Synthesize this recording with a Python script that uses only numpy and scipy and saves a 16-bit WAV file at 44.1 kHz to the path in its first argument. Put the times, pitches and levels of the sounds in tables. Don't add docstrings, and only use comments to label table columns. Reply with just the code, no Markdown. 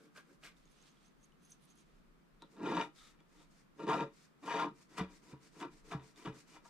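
import sys
import numpy as np
from scipy import signal
from scipy.fft import rfft, irfft, next_fast_len
from scipy.io import wavfile
from scipy.ndimage import uniform_filter1d

SR = 44100
rng = np.random.default_rng(int(sys.argv[2]) if len(sys.argv) > 2 else 0)


def to_wav(sig):
    pcm = np.clip(np.atleast_2d(sig), -1, 1) * 32767
    pcm = np.round(pcm).astype(np.int16)
    wavfile.write(sys.argv[1], SR, pcm.T)


def makeup_ratio(level_db):
    decades = np.asarray(level_db, float) / 20
    return 10 ** decades


N = 295029
TIME_S = np.arange(N) / SR
FIRST_PASSES = TIME_S < 1


def rms_one(x):
    return x / np.sqrt(np.mean(x ** 2) + 1e-20)


def filtered(x, order, hz, kind="low"):
    return signal.sosfilt(signal.butter(order, hz, kind, fs=SR, output="sos"), x)


def drift(rate_hz):
    r = np.exp(-80 * np.pi * rate_hz / SR)
    slow = signal.lfilter([1], [1, -2 * r, r * r], rng.standard_normal(N // 40 + 2002))[2000:]
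    return np.interp(np.arange(N) / 40, np.arange(len(slow)), rms_one(slow))


def grains(per_s, spread_db):
    sizes = makeup_ratio(spread_db * np.minimum(rng.exponential(1, N), 4)) * rng.choice([-1, 1], N)
    return rms_one(sizes * (rng.random(N) < per_s / SR))


def at_hz(points, hz):
    point_hz, values = np.transpose(points)
    return np.interp(np.log(hz), np.log(point_hz), values)


def coloured(pair, spectrum, likeness, low_hz):
    size = next_fast_len(N)
    hz = np.maximum(np.fft.rfftfreq(size, 1 / SR), 1)
    gain = makeup_ratio(at_hz(spectrum, hz))
    gain = gain / np.sqrt(np.mean(gain ** 2 * (hz > low_hz)))
    alike = np.clip(at_hz(likeness, hz), 0, 1)
    mid, side = rfft(pair, size) * np.sqrt([1 + alike, 1 - alike]) * gain / np.sqrt(2)
    return irfft(np.array([mid + side, mid - side]), size)[:, :N]


def passes(start_s, end_s, start_db, end_db, rise_db_per_s, fall_db_per_s):
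    t, depth_db = np.arange(0, N + 32, 32) / SR, 90
    shapes = []
    for s, e, a, b in zip(start_s, end_s, start_db, end_db):
        corners_s = [s - depth_db / rise_db_per_s, s, e + 1e-4, e + depth_db / fall_db_per_s]
        shapes.append(np.interp(t, corners_s, [a - depth_db, a, b, b - depth_db]))
    return np.interp(TIME_S, t, makeup_ratio(np.max(shapes, axis=0)))


def body(force, level, modes, wander_db, upper_db=0):
    out, power = np.zeros((2, N)), 0
    for k, (hz, width_hz, db, pan_db) in enumerate(modes):
        r, w = np.exp(-np.pi * width_hz / SR), 2 * np.pi * hz / SR
        fed_db = db + upper_db * (hz > 400) + wander_db * drift(45)
        fed = force * level * makeup_ratio(fed_db) + 1e-18
        ring = signal.lfilter([(1 - r * r) / 2, 0, (r * r - 1) / 2], [1, -2 * r * np.cos(w), r * r], fed)
        out += (-1) ** k * ring * makeup_ratio([[pan_db / 2], [-pan_db / 2]])
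        power += makeup_ratio(2 * db) * width_hz * np.pi / SR
    return out / np.sqrt(power)


# pitch_hz, density_db [dB per Hz]
ROOM_AIR = [(41, -34), (70, -6), (96, -29), (144, 2), (185, 2), (599, -13), (821, -15.5), (1260, -12),
            (1510, -15.5), (3040, -24), (6130, -31), (12900, -37.5), (15500, -40)]
# pitch_hz, density_db [dB per Hz]
BUILDING_RUMBLE = [(12, -23.5), (26, 4.5), (40, -4), (60, -13.5), (100, -52), (300, -105)]
# pitch_hz, likeness [0-1]
ROOM_LIKENESS = [(25, 0.53), (60, 0.75), (130, 0.36), (300, 0.014), (15000, 0.033)]
# peak_s, level_db
RUMBLE_SWELLS = [(0.61, -71), (1.21, -71.5), (2.0, -67), (2.4, -71.5), (2.98, -66.5), (3.45, -71),
                 (4.06, -76), (4.8, -76), (5.14, -70), (5.83, -66.5), (6.32, -73), (6.69, -77)]
# pitch_hz, level_db
ELECTRONIC_WHINES = [(9400, -112), (13168, -112)]


def hush():
    air = makeup_ratio(-68) * coloured(rng.standard_normal((2, N)), ROOM_AIR, ROOM_LIKENESS, low_hz=100)
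    air[0] = np.roll(air[0], shift=2)
    s, db = np.transpose(RUMBLE_SWELLS)
    swell = passes(s, s, db, db, rise_db_per_s=35, fall_db_per_s=35)
    rumble = swell * coloured(rng.standard_normal((2, N)), BUILDING_RUMBLE, ROOM_LIKENESS, low_hz=0)
    whine = sum(makeup_ratio(db + 8) * np.sin(2 * np.pi * hz * TIME_S) for hz, db in ELECTRONIC_WHINES)
    return air + rumble + whine


# start_s, hold_s, upper_mode_db, top_over_upper_db
FINGER_SLIPS = [
    (0.713, .015, -72.5, -3.5),
    (0.806, 0.023, -71, -18),
    (0.9, .01, -76, -22),
    (1.066, 0.013, -73, -10),
    (1.242, .002, -68.5, -7),
    (1.451, 0.0078, -68, -5),
    (1.519, 0.0018, -58.5, -6),
    (1.627, .03, -84, 7),
    (1.709, .008, -69, -10),
    (1.782, 0.028, -69, -7.5),
]
# start_s, end_s, start_db, end_db
SKIN_RUSTLES = [
    (0.597, 0.881, -84, -71),
    (.92, 1.064, -85, -76),
    (1.24, 1.27, -80, -84),
    (1.445, 1.528, -79, -77),
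    (1.6, 1.635, -84, -75.5),
    (1.674, 1.708, -78.5, -75),
    (1.772, 1.8, -78.5, -74.5),
    (1.86, 1.993, -84.5, -86),
]
# pitch_hz, density_db [dB per Hz]
SKIN_NOISE = [(1000, -4), (2000, -3), (3500, 1), (5000, -2.5), (9000, -8), (15000, -27)]
# pitch_hz, likeness [0-1]
HAND_LIKENESS = [(1000, 0.45), (4000, 0.27), (8000, 0.2), (14000, 0.14)]
# pitch_hz, width_hz, level_db, left_over_right_db
STYLUS_UPPER_MODES = [(6110, 220, 1.1, 0), (6560, 290, 4.4, 0)]
STYLUS_TOP_MODES = [(9460, 1900, -2.3, 0), (10100, 1040, 1, 0)]


def turning():
    s, hold, upper_db, top_db = np.transpose(FINGER_SLIPS)
    rates = 454, 800
    upper_gain = passes(s, s + hold, upper_db, upper_db, *rates)
    top_gain = passes(s, s + hold, upper_db + top_db, upper_db + top_db, *rates)
    slips = grains(3800, spread_db=-5.5) * makeup_ratio(0.82 * drift(64))
    upper = body(slips, upper_gain * makeup_ratio(-3.5), STYLUS_UPPER_MODES, wander_db=4.5)
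    top = body(slips, top_gain * makeup_ratio(1.5), STYLUS_TOP_MODES, wander_db=4)
    skin = coloured(np.array([slips, rng.standard_normal(N)]), SKIN_NOISE, HAND_LIKENESS, low_hz=1500)
    rustle_gain = passes(*np.transpose(SKIN_RUSTLES), rise_db_per_s=250, fall_db_per_s=230)
    return upper + top + skin * makeup_ratio(2) * rustle_gain


# start_s, end_s, start_db, end_db
TIP_SKIMS = [
    (2.428, 2.458, -69.5, -78),
    (2.984, 3.082, -66, -68),
    (3.382, 3.436, -76, -78),
    (4.178, 4.248, -81, -83),
]
# pitch_hz, width_hz, level_db, left_over_right_db
SKIMMING_MODES = [(3630, 320, 0.5, 6), (1280, 83, 3, -2)]


def skimming():
    gain = passes(*np.transpose(TIP_SKIMS), rise_db_per_s=594, fall_db_per_s=382)
    return body(grains(8000, spread_db=2), gain, SKIMMING_MODES, wander_db=1)


# start_s, end_s, start_db, end_db
HAND_SLIDES = [(0.0, .054, -81.5, -74), (0.167, 0.179, -65.5, -63.5), (0.254, 0.338, -82.5, -77),
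               (0.446, 0.484, -62, -67.5), (0.574, 0.603, -76, -82), (2.518, 2.607, -76, -86),
               (2.63, 2.83, -72, -62.5), (2.966, 3.11, -67, -71.5), (3.296, 3.428, -81.5, -71),
               (3.512, 3.612, -78, -75), (3.77, 3.833, -80.5, -73), (3.897, 4.024, -60.5, -71),
               (4.143, 4.253, -74, -71.5), (4.4, 4.447, -85, -69), (4.463, 4.627, -63, -62.5),
               (4.76, 4.827, -76.5, -69), (4.9, 4.967, -76, -67.5), (4.979, 4.983, -58.5, -55),
               (5.11, 5.173, -71, -69), (5.235, 5.312, -71, -69.5), (5.419, 5.473, -72.5, -68),
               (5.526, 5.614, -76.5, -62.5), (5.72, 5.794, -73.5, -72), (5.851, 5.928, -73, -63),
               (6.032, 6.104, -70.5, -70), (6.176, 6.28, -65.5, -71), (6.346, 6.408, -70.5, -65.5),
               (6.481, 6.557, -70.5, -67.5), (6.656, 6.69, -68, -71)]
# pitch_hz, density_db [dB per Hz]
SLIDE_HISS = [(1200, -8.5), (2200, -2), (3000, -8.5), (3650, -8), (4400, -3.5), (5800, -3.5), (7500, -5),
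              (9500, -8), (9800, -13.5), (13000, -17), (15600, -28)]


def sliding():
    gain = passes(*np.transpose(HAND_SLIDES), rise_db_per_s=594, fall_db_per_s=382)
    rub = np.array([grains(12000, spread_db=3.5), rng.standard_normal(N)])
    hiss = coloured(rub, SLIDE_HISS, HAND_LIKENESS, low_hz=4870) * gain * makeup_ratio(drift(36) - 1.12)
    air = filtered(hiss, 2, 9600, "high")
    hiss = hiss + air * makeup_ratio(-2) * FIRST_PASSES
    shaded = filtered(hiss[0], 1, 9000)
    return np.array([shaded * makeup_ratio(2.5), hiss[1]])


# start_s, peak_db, first_pitch_hz, settled_pitch_hz
HEEL_KNOCKS = [
    (5.0055, -23, 180, 185),
    (5.3278, -36.5, 180, 134.3),
    (5.945, -26.5, 193, 133.2),
    (6.269, -34.5, 153, 143.5),
    (6.291, -34.5, 148, 132),
    (6.557, -57, 176, 140),
]


def knocks():
    out, t = np.zeros(N + SR), np.arange(SR // 2) / SR
    settle_s = 0.0076
    for s, db, hz, end_hz in HEEL_KNOCKS:
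        turns = end_hz * t + (hz - end_hz) * settle_s * (1 - np.exp(-t / settle_s))
        rise = 1 - np.exp(-t / 0.0043)
        decay = makeup_ratio(-60 * t / 0.052) + 0.18 * makeup_ratio(-60 * t / 0.26)
        thump = np.sin(2 * np.pi * turns) * decay
        push = makeup_ratio(-22.5) * np.sin(2 * np.pi * 75 * t) * makeup_ratio(-60 * t / 0.21)
        out[round(s * SR) + 130:][:len(t)] += makeup_ratio(db - 0.5) * rise * (thump + push)
    return out[:N]


# start_s, crack_db, pitch_hz, blow_over_crack_db
TIP_TICKS = [(0.162, -59, 2940, 0), (0.4356, -44.5, 2960, -8), (0.5661, -63, 3650, -11),
             (0.6534, -60, 6600, 16), (0.6755, -64, 3560, -15), (0.969, -61, 3300, -11),
             (1.32, -62, 2980, -13), (1.518, -50, 6050, -23), (2.42, -43.5, 3920, 22.5),
             (2.565, -61, 3670, 10), (2.5945, -79, 3550, -1), (3.202, -59.5, 3440, 14),
             (3.7918, -58, 3000, 14), (3.8777, -43, 3550, 8), (3.89, -48, 2950, 18), (4.433, -62, 3540, 2),
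             (4.476, -49.5, 2560, 8), (4.5965, -44, 2940, 1), (4.9834, -61, 3000, -1),
             (5.601, -46.5, 3400, 8), (5.9123, -54, 2530, 8), (6.159, -55, 3600, -8),
             (6.2594, -51, 2850, -3), (6.6547, -59, 6600, 7)]


def ticks():
    out, blows, t = np.zeros(N + SR), np.zeros(N), np.arange(1500) / SR
    for s, db, hz, blow_db in TIP_TICKS:
        start = round(s * SR) + 60
        ring = np.sin(2 * np.pi * hz * t) * (makeup_ratio(-60 * t / 0.012) + 0.19 * makeup_ratio(-60 * t / 0.1))
        crack = rng.standard_normal(1500) * makeup_ratio(-60 * t / 0.02)
        out[start:][:1500] += makeup_ratio(db - 4) * (ring + 0.5 * crack)
        blows[start] = makeup_ratio(db + blow_db - 8)
    dull = filtered(out[:N], 3, [1500, 9000], "band")
    return dull + body(blows, 1, CARD_MODES + TABLE_MODES[2:], wander_db=3)


# start_s, card_peak_db, table_peak_db, tip_peak_db
RIDGE_CATCHES = [(2.568, -53, -52, -62), (2.597, -46, -45, -58), (2.605, -57, -37.5, -65),
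                 (2.632, -40, -33, -45), (2.667, -34, -30, -48), (2.693, -39, -27.5, -51),
                 (2.707, -34, -32, -50), (2.717, -30, -28.5, -48), (2.752, -38, -35, -42),
                 (2.769, -28, -33.5, -34), (2.776, -30, -35, -27.5), (2.797, -28, -40, -35),
                 (2.813, -45, -43.5, -27.5), (3.203, -69, -59, -56), (3.794, -43.5, -49, -56),
                 (3.832, -53, -36, -52), (3.869, -37, -28, -48), (3.883, -48, -29, -41),
                 (3.89, -26, -45, -42), (3.909, -33, -36, -43), (3.924, -23.5, -43, -42),
                 (3.941, -28, -36, -46), (3.966, -38, -35.5, -48), (3.992, -31.5, -47, -46),
                 (4.007, -40, -41, -31), (4.026, -34, -41, -51), (4.434, -54, -46, -53),
                 (4.457, -50, -51, -55), (4.478, -30, -42, -40), (4.506, -32.5, -40, -47),
                 (4.539, -25, -37, -48), (4.555, -41, -36, -47), (4.595, -27, -39, -42),
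                 (4.619, -38, -34, -41), (4.644, -33, -31, -46), (4.668, -35.5, -37.5, -56),
                 (4.979, -35.5, -45, -55), (5.003, -35, -41, -50), (5.32, -55, -62, -66),
                 (5.332, -54, -43, -66), (5.601, -43, -49, -50), (5.635, -40, -40, -54),
                 (5.914, -41, -44.5, -47), (5.935, -37, -48, -53), (6.25, -48, -38.5, -52),
                 (6.264, -39, -45, -50), (6.276, -38, -43, -54), (6.564, -45, -60, -56),
                 (6.652, -48.5, -70, -58)]
# card_db, table_db, tip_db
CATCH_FORCES = [18, 19.5, 10.5]


def catching():
    s, *peak_db = np.transpose(RIDGE_CATCHES)
    jolts = np.zeros((3, N))
    jolts[:, np.round(s * SR).astype(int)] = makeup_ratio(np.array(peak_db) + np.array(CATCH_FORCES)[:, None])
    return jolts


# start_s, card_ring_db, boom_over_ring_db, bite_over_ring_db, upper_table_modes_db
PRESSED_STROKES = [
    [(2.51, -83.5, 12.5, -5, -3), (2.612, -55, 12, -17, -5), (2.654, -42.5, 7, -3.5, -6.5),
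     (2.714, -43.5, 7, -4.5, -1), (2.765, -37.5, 1.5, -3, -2), (2.78, -39, -2.5, -9, 6.5),
     (2.815, -36.5, -10, -3.5, 5.5), (2.942, -90.5, 12.5, -10, -8)],
    [(3.75, -89, 9, -8, -4), (3.798, -51.5, 9, -6, 1), (3.864, -54.5, 8, -6, -5),
     (3.888, -32.5, -6, -9.5, 5.5), (3.914, -31.5, -15, -8, 0.1), (3.952, -35.5, 1, -11.5, -2),
     (3.964, -46, 4.5, -3, 8), (4.018, -39, 2.5, -6.5, 5), (4.09, -78.5, 17.5, -13, 0)],
    [(4.402, -99, 9, -11, -4), (4.43, -58, 12, -6, -12), (4.464, -49.5, 2.5, -2, 8),
     (4.492, -39.5, -11.5, -3.5, 8.5), (4.56, -38, -12, -4, 10.5), (4.608, -36.5, -11.5, -4.5, 2),
     (4.636, -41.5, -3, -2.5, 1.5), (4.668, -48, 4.5, -9.5, -4), (4.75, -88.5, 22.5, -13, -7)],
]


def long_strokes():
    s, *columns = np.transpose(np.concatenate(PRESSED_STROKES))
    down = sum((TIME_S >= rows[0][0]) & (TIME_S <= rows[-1][0]) for rows in PRESSED_STROKES) > 0
    return uniform_filter1d(down * 1., size=221), [np.interp(TIME_S, s, c) for c in columns]


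# start_s, hold_s, card_ring_db, boom_over_ring_db, bite_over_ring_db
TIP_DIGS = [
    (0.162, 0.017, -55.5, -14, -4),
    (0.434, 0.037, -61.5, -8, 6),
    (4.98, 0.019, -41, -6, -3.5),
    (5.322, 0.0066, -59.5, -1.5, -14),
    (5.612, 0.016, -44.5, -2.5, -5),
    (5.913, 0.019, -42.5, -7, -7.5),
    (6.256, 0.0027, -46.5, -1, -1.5),
    (6.648, .002, -61.5, -30, -18),
]
# start_s, end_s, start_db, end_db, lean_to_table_db
TIP_GRAZES = [(0.0, 0.064, -73.5, -76, 12), (0.262, 0.307, -84.5, -76, 16), (2.439, 2.514, -72, -94, 14),
              (2.99, 3.14, -101, -79.5, -22), (3.187, 3.18, -84, -68, -9), (3.32, 3.417, -77.5, -69.5, 4.5),
              (3.558, 3.573, -84, -79, -6), (4.07, 4.18, -61.5, -94, 7.5), (4.754, 4.811, -75.5, -75.5, 6),
              (4.907, 4.96, -67.5, -59, 4.5), (5.087, 5.15, -64.5, -71, 3), (5.214, 5.326, -77, -62, 5),
              (5.364, 5.46, -74, -74.5, 2.5), (5.557, 5.582, -65, -61.5, 5.5), (5.72, 5.812, -69.5, -90, 7),
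              (5.824, 5.9, -78.5, -63, 7), (5.998, 6.114, -62.5, -80, 4.5),
              (6.174, 6.248, -64.5, -60.5, 0.5), (6.325, 6.466, -60, -88, 6),
              (6.468, 6.564, -75.5, -59.5, -0.5), (6.614, 6.644, -78, -78, 10)]


def contact():
    touching, (ring_db, boom_db, bite_db, upper_db) = long_strokes()
    long = touching * makeup_ratio([ring_db, ring_db + boom_db, ring_db + bite_db])
    s, hold, db, boom, bite = np.transpose(TIP_DIGS)
    rates = 1511, 360
    digs = [passes(s, s + hold, db, db, *rates),
            passes(s, s + hold + 0.022, db + boom + 1.5, db + boom, *rates),
            passes(s, s + hold, db + bite, db + bite, *rates)]
    s, end, db, end_db, lean = np.transpose(TIP_GRAZES)
    graze_bite_db = -1.5 - 0.37 * lean
    grazes = [passes(s, end, db + more, end_db + more, rise_db_per_s=503, fall_db_per_s=408)
              for more in (0, lean, graze_bite_db)]
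    return np.maximum(long, np.maximum(digs, grazes)), upper_db * touching


# pitch_hz, width_hz, level_db, left_over_right_db
TABLE_MODES = [(139, 33, -6.5, 3), (179.6, 37.4, -1.5, -1), (300.2, 22.3, 3.5, 2),
               (354.8, 35.5, -1.5, -3.5), (441.9, 16.3, 1, 0.5), (560.6, 16.5, -7, 5.5),
               (317, 310, -20, -8)]
CARD_MODES = [(649.6, 32, -13.5, 2), (728.4, 60, -11.5, 0.84), (805, 14, -10, 2.3), (929, 24, 2, 3),
              (967, 20, -4, 3), (1373, 30, -7, 2), (1100, 900, -26, 2), (1038.6, 35.6, -5, 1),
              (1203, 133, -12.5, 0.59), (1240, 29, -8, 3), (1657, 23, -13, 1.2)]
PRESSED_CARD_MODES = [(560, 110, -6, 1.7), (716, 160, -5, 2), (938, 150, 2.5, 3), (1093, 103, 3.5, 1.4),
                      (1322, 180, 1.5, 3.4), (1750, 340, -6.5, 1.5)]
CARD_EDGE_MODES = [(613, 240, 2.5, 0), (915, 130, -17, 0), (1165, 220, 9.5, 0), (1590, 127, 13, 0)]
TIP_MODES = [(1840, 69, -6, 10), (2028, 72, -6, 1.2), (2373, 95, -1.5, 3.5), (2940, 36, -5.5, 11),
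             (3620, 340, -7, 2), (2900, 2400, -14.5, 2), (4740, 160, -13.5, 1), (5570, 300, -19.5, 1.8),
             (6070, 1440, -20, 0.96)]
TIP_EDGE_MODES = [(2130, 240, 3.5, 0), (2400, 120, 7.5, 0), (3000, 1200, -2.5, 0)]


def scraping():
    (level, boom, bite), upper_db = contact()
    to_card, to_table, to_tip = catching()
    chips = rms_one(grains(4200, spread_db=3) * makeup_ratio(1.4 * drift(120)))
    bite = bite * makeup_ratio(-2.5)
    inner = ~FIRST_PASSES
    force = chips * level * inner + to_card
    damped = 0.53 * ((TIME_S > 4.74) & (TIME_S < 6.62))
    card = body(force, np.sqrt(1 - damped), CARD_MODES, wander_db=1.62)
    card += body(force, np.sqrt(damped), PRESSED_CARD_MODES, wander_db=0.5)
    card += body(chips, level * FIRST_PASSES, CARD_EDGE_MODES, wander_db=2.5)
    table_force = chips * boom * makeup_ratio(-0.3) + to_table
    table = body(table_force, 0.96, TABLE_MODES, wander_db=1.1, upper_db=upper_db)
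    tip = body(chips * bite * inner + to_tip, 0.96, TIP_MODES, wander_db=1.86)
    tip += body(chips, bite * FIRST_PASSES, TIP_EDGE_MODES, wander_db=-2)
    return card + table + tip


def walls(x):
    t = np.arange(SR // 4) / SR
    tail = rng.standard_normal((2, len(t))) * makeup_ratio(-60 * t / 0.18) * (t > 0.004)
    tail = filtered(tail, 2, [1150, 5000], "band")
    return signal.fftconvolve(x, tail / np.sqrt(np.sum(tail ** 2) / 2), axes=1)[:, :N]


def scene():
    low = filtered(scraping(), 9, 115, "high") + knocks()
    low = filtered(low, 3, 7500)
    low[0] = np.roll(low[0], shift=2)
    hand = low + sliding() + turning() * makeup_ratio([[-1.5], [1.5]]) + ticks()
    return hand + makeup_ratio(-14) * walls(hand) + hush() + skimming()


def band_limit(x):
    return signal.sosfilt(signal.butter(12, 15630, fs=SR, output="sos"), x)


def record(dry):
    cut = signal.sosfilt(signal.cheby2(16, 70, 16100, fs=SR, output="sos"), dry)
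    return band_limit(cut)


dry = scene()
out = record(dry)
to_wav(out)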